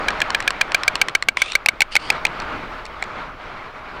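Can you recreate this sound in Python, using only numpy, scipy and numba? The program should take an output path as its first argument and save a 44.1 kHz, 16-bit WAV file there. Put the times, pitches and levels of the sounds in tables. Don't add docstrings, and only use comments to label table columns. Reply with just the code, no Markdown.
import sys
import numpy as np
from scipy import signal
from scipy.fft import irfft
from scipy.io import wavfile
from scipy.ndimage import uniform_filter1d
from numba import njit

SR = 44100
rng = np.random.default_rng(int(sys.argv[2]) if len(sys.argv) > 2 else 0)


def int16_out(signal):
    q = np.round(np.clip(np.atleast_2d(signal).T, -1, 1) * 32767)
    wavfile.write(sys.argv[1], SR, q.astype(np.int16))


N = 176400

# (time [s], bass level [dB], rush level [dB])
GUST_LEVELS = [(0, 9.5, 10.5), (.06, 6, 6), (.11, 8, 8), (.15, 5, 6), (.55, -0.5, 3), (.8, -1, 4),
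               (1.08, 0, 1), (1.2, -8, -9.5), (1.34, -6.5, -10), (1.44, -8, -3.5), (1.7, -4, -5),
               (1.89, -9.5, -8), (2.07, 1.5, -0.5), (2.12, 5.5, 5.5), (2.16, 7, 8), (2.19, 1.5, 2.5),
               (2.38, 1, 2.5), (2.52, 6.5, 5), (2.65, 7.5, 2.5), (2.73, -1, 1.5), (2.88, -4.5, -3),
               (2.95, -3.5, -1), (3.22, 1.5, 2), (3.36, -5.5, -6.5), (3.42, -3, 0), (3.56, -1, -1.5),
               (3.65, -3, -0.5), (3.72, -5, -4), (4, 0, 0)]


def bowed_stork():
    # (time [s], level [dB])
    claps = [(0.084, 0), (0.217, 1.5), (0.3471, 1.5), (0.4772, 2.5), (0.6125, 4), (0.7459, 5),
             (0.8789, 6.5), (1.015, 6.5), (1.1509, 5.5), (1.2857, 5.5), (1.4182, 6), (1.5528, 6.5),
             (1.686, 6), (1.8183, 5), (1.9642, 4)]
    # (time [s], throat pitch [Hz], pouch pitch [Hz], pouch level [dB], throat level [dB])
    stretch = [(.08, 1660, 2437, -2.5, 3.5), (.22, 1680, 2454, -4.5, 2.5), (.48, 1665, 2446, 0.5, 3),
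               (.75, 1589, 2424, 2, 1), (1.15, 1582, 2318, 1, 0), (1.69, 1575, 2290, 1.5, -0.5),
               (1.96, 1490, 2246, 4, -1.5)]
    # (pitch [times the pouch pitch], level [dB])
    harsh_tones = [(1.298, -4.5), (1.648, -4)]
    out, t = np.zeros(N), np.arange(SR // 20) / SR
    for start, db in claps:
        throat_hz, pouch_hz, pouch_db, throat_db = values_at(stretch, start)
        pouch = ring(t, pouch_hz, t60=0.013, rise_s=0.004, scoop=0.15, scoop_s=0.0022, ease=1.724)
        throat = ring(t, throat_hz, t60=0.017, rise_s=0.0021)
        tones = amp(16 + pouch_db) * pouch + amp(throat_db) * throat
        for ratio, tone_db in harsh_tones:
            strength = amp(tone_db + 2.1 * rng.standard_normal())
            tones += strength * ring(t, ratio * pouch_hz, t60=0.012, rise_s=0.0014)
        low_knock = amp(-19.5) * ring(t, hz=727, t60=0.019, rise_s=0.0011)
        snap = amp(-17) * crack(t, t60=0.012, tail_db=-3.5, tail_t60=0.031) + amp(-14) * bill(t)
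        add(out, start, amp(db) * (tones + low_knock + snap))
    return out


def displaying_stork():
    # (time [s], level [dB], extra level of the snap [dB])
    claps = [(0.105, -7.5, -1.5), (0.2035, -6, 1), (0.304, -4.5, -1), (0.4036, -6.5, 1),
             (0.5055, -3.5, 1.5), (0.6104, -3, -7), (0.7195, -8, 2), (0.8344, -7, 2.5), (0.955, -3, 3),
             (1.085, -3, -2), (1.2247, -3, -1), (1.3709, -1, -5), (1.52, -15.5, 9.5), (1.6601, 5, -3),
             (1.806, 4, 0.5), (1.954, 3.5, -1), (2.1019, 7, -6), (2.2517, 3, -1), (2.4008, -23, 10.5),
             (2.8542, -29, 14.5), (3.025, -7.5, 0)]
    # (time [s], neck pitch [Hz], neck level [dB], pouch pitch [Hz], pouch fade time [s])
    posture = [(0, 1090, -7, 1970, 0.0054), (.95, 1100, -8, 2130, 0.0039), (1.22, 1180, -9, 2300, 0.0064),
               (1.37, 1070, -9, 2420, 0.0081), (1.66, 850, -10, 2750, 0.0091),
               (2.25, 850, -10.5, 2640, 0.01), (3.03, 770, -8, 2440, 0.0093)]
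    # (time [s], level [dB])
    rebounds = [(.425, -24), (0.964, -30), (1.095, -27), (1.236, -34), (1.532, -33), (2.125, -29),
                (2.267, -18.5), (2.42, -31), (2.863, -28.5), (3.039, -26.5)]
    out, t = np.zeros(N), np.arange(SR // 20) / SR
    for start, db, snap_db in claps:
        neck_hz, neck_db, pouch_hz, t60 = values_at(posture, start)
        pouch = amp(13.5) * ring(t, pouch_hz, t60, rise_s=0.002, scoop=0.3, scoop_s=0.002, ease=1.35)
        neck = amp(neck_db) * ring(t, neck_hz, t60=0.017, rise_s=0.00047)
        snap = amp(-11.5) * crack(t, t60=0.0095, tail_db=-16, tail_t60=0.03) + amp(-2) * bill(t)
        snap += amp(-9.5) * ring(t, hz=3760, t60=0.0011, rise_s=0.00008)
        add(out, start, amp(db) * (pouch + neck + amp(snap_db) * snap))
    for start, db in rebounds:
        add(out, start, amp(db) * (crack(t, t60=0.017, tail_db=-22, tail_t60=0.018) + bill(t)))
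    dull_hz = 9800
    return signal.lfilter(*signal.butter(2, dull_hz, fs=SR), out)


def bill(t, pitch_spread=0.031, level_spread_db=2):
    # (pitch [Hz], level [dB], fade time [s])
    tones = [(2790, -16, 0.011), (4230, -8.5, 0.012), (5400, -12.5, 0.012), (7460, -14.5, 0.0085),
             (9200, -13, 0.0028)]
    out = np.zeros(len(t))
    for hz, db, t60 in tones:
        detune, extra_db = rng.standard_normal(2) * (pitch_spread, level_spread_db)
        out += amp(db + extra_db) * ring(t, hz * (1 + detune), t60, rise_s=0.00027)
    return out


def crack(t, t60, tail_db, tail_t60):
    # (frequency [Hz], level [dB])
    spectrum = [(200, 1), (700, -1.5), (1200, -6.5), (2500, 9), (4300, 0.5), (6000, -13), (8000, -6.5),
                (11000, -36), (16000, -52)]
    return noise(spectrum, len(t)) * (fade(t, t60) + amp(tail_db) * fade(t, tail_t60))


def nest(claps):
    t = np.arange(SR // 5) / SR
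    tail = rng.standard_normal(len(t)) * fade(t, t60=0.093)
    echo = signal.fftconvolve(claps, tail / np.linalg.norm(tail))[:N]
    return amp(-33) * high_pass(echo, hz=3230)


def hisses(edge_s=0.017, rasp_per_s=360, cutoff_hz=10200):
    # (start [s], length [s], level [dB], swell [dB],
    # first throat pitch [Hz], last throat pitch [Hz], upper pitch [Hz])
    breaths = [(1.362, 0.19, -32.5, -0.5, 2050, 3005, 3480), (1.907, 0.059, -33, 1, 2750, 3100, 4680),
               (1.985, .14, -38, 2, 2750, 3290, 4640)]
    # (frequency [Hz], level [dB])
    spectrum = [(800, -25), (2200, 13), (5000, 3), (9400, -10), (11500, -25)]
    out = np.zeros(N)
    for start, length, db, swell_db, first_hz, last_hz, upper_hz in breaths:
        t = np.arange(round(length * SR)) / SR
        progress = t / length - 0.5
        throat_hz = np.linspace(first_hz, last_hz, len(t))
        breath = whistle(throat_hz) + amp(-6) * whistle(0.45 * throat_hz)
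        breath += amp(-0.5 + 6 * progress) * whistle(upper_hz * np.sqrt(throat_hz / throat_hz.mean()))
        breath += amp(-18) * whistle(np.full(len(t), 8700))
        rasp = amp(2 * wander(len(t), round(SR / rasp_per_s)))
        breath += amp(-1) * noise(spectrum, len(t))
        soft_edges = np.clip(np.minimum(t, length - t) / edge_s, 0, 1)
        add(out, start, amp(db + swell_db * progress) * soft_edges * unit(rasp * breath))
    return signal.sosfilt(signal.butter(8, cutoff_hz, fs=SR, output="sos"), out)


def whistle(hz, width=0.135):
    pole = np.exp(-np.pi * width * np.mean(hz) / SR)
    slow_a, slow_b = signal.lfilter([1], np.poly([pole, pole]), rng.standard_normal((2, len(hz))))
    phase = 2 * np.pi * np.cumsum(hz) / SR
    return unit(slow_a * np.cos(phase) - slow_b * np.sin(phase))


def wind(level_db=-33.5, patch_db=1.36, flutter_db=0.7):
    # (frequency [Hz], level [dB])
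    spectrum = [(59, -17), (100, -7), (600, -4), (891, -2.5), (1330, 0), (1830, -7.5), (2220, -6.5),
                (2690, -13), (4380, -22), (6420, -35), (16000, -63.5)]
    hz, t, slices = signal.stft(noise(spectrum, N), SR, nperseg=512, noverlap=384)
    bass_db, rush_db = values_at(GUST_LEVELS, t)
    rush_share = spectrum_at([(250, 0), (1200, 1)], hz)
    gust_db = np.outer(1 - rush_share, bass_db) + np.outer(rush_share, rush_db)
    patches = uniform_filter1d(rng.standard_normal(slices.shape), size=6, axis=0)
    patches = unit(uniform_filter1d(patches, size=16, axis=1))
    gain = amp(level_db + gust_db + patch_db * patches + flutter_db * wander(len(t), 14))
    return signal.istft(slices * gain, SR, nperseg=512, noverlap=384)[1][:N]


def far_hum(hz=619.5, waver_hz=5):
    _, rush_db = values_at(GUST_LEVELS, np.arange(N) / SR)
    pitch_hz = hz + waver_hz * wander(N, 2500)
    return amp(-47 + rush_db) * np.sin(2 * np.pi * np.cumsum(pitch_hz) / SR)


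def rumble():
    # (frequency [Hz], level [dB])
    spectrum = [(15, 1), (35, 2.5), (55, -3), (80, -7.5), (150, -16), (400, -51)]
    # (time [s], level [dB])
    levels = [(0, -39.5), (.9, -43.5), (1.3, -47.5), (1.9, -44.5), (2.2, -40.5), (2.8, -40.5), (3.1, -45),
              (4, -45)]
    return amp(values_at(levels, np.arange(N) / SR)[0]) * noise(spectrum, N)


def ring(t, hz, t60, rise_s, scoop=0, scoop_s=1, ease=1):
    cycles = hz * (t - scoop * scoop_s * (1 - np.exp(-t / scoop_s)))
    swell = (1 - np.exp(-t / rise_s)) ** ease
    return swell * fade(t, t60) * np.sin(2 * np.pi * cycles)


def fade(t, t60):
    return np.exp(-np.log(1000) * t / t60)


def noise(spectrum, size):
    hz = np.fft.rfftfreq(size, 1 / SR)
    phases = np.exp(2j * np.pi * rng.random(len(hz)))
    return unit(irfft(amp(spectrum_at(spectrum, hz)) * phases, size))


def wander(size, smoothing):
    return unit(uniform_filter1d(rng.standard_normal(size), smoothing))


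def spectrum_at(spectrum, hz):
    frequencies, levels = np.transpose(spectrum)
    return np.interp(np.log(hz + 1), np.log(frequencies), levels)


def values_at(table, time):
    times, *columns = np.transpose(table)
    return [np.interp(time, times, column) for column in columns]


def amp(db):
    return 10 ** (np.asarray(db) / 20)


def unit(x):
    return x / np.sqrt(np.mean(x ** 2) + 1e-20)


def add(mix, start_s, sound):
    part = mix[max(round(start_s * SR), 0):][:len(sound)]
    part += sound[:len(part)]


def high_pass(x, hz):
    return signal.lfilter(*signal.butter(2, hz, "high", fs=SR), x)


def scene():
    claps = high_pass(bowed_stork() + displaying_stork(), hz=557)
    return (claps + nest(claps) + hisses() + wind() + far_hum() + rumble())[None]


@njit
def overload(x, top, bottom, bias_hz):
    rate = 2 * np.pi * bias_hz / SR
    y, bias = np.zeros(len(x)), 0.
    for i in range(len(x)):
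        shifted = x[i] - bias
        limit = top if shifted > 0 else bottom
        y[i] = shifted / (1 + (shifted / limit) ** 16) ** (1 / 16)
        bias += rate * (y[i] - x[i])
    return y


def record(dry, thump_hz=655, cutoff_hz=16300):
    clipped = overload(dry[0], top=0.77, bottom=0.39, bias_hz=322)
    thump = signal.filtfilt(*signal.butter(2, thump_hz, fs=SR), clipped - dry[0])
    treble_cut = signal.firwin(255, cutoff_hz, window=("kaiser", 9), fs=SR)
    return signal.oaconvolve(clipped - 0.75 * thump, treble_cut, "same")[None]


dry = scene()
out = record(dry)
int16_out(out)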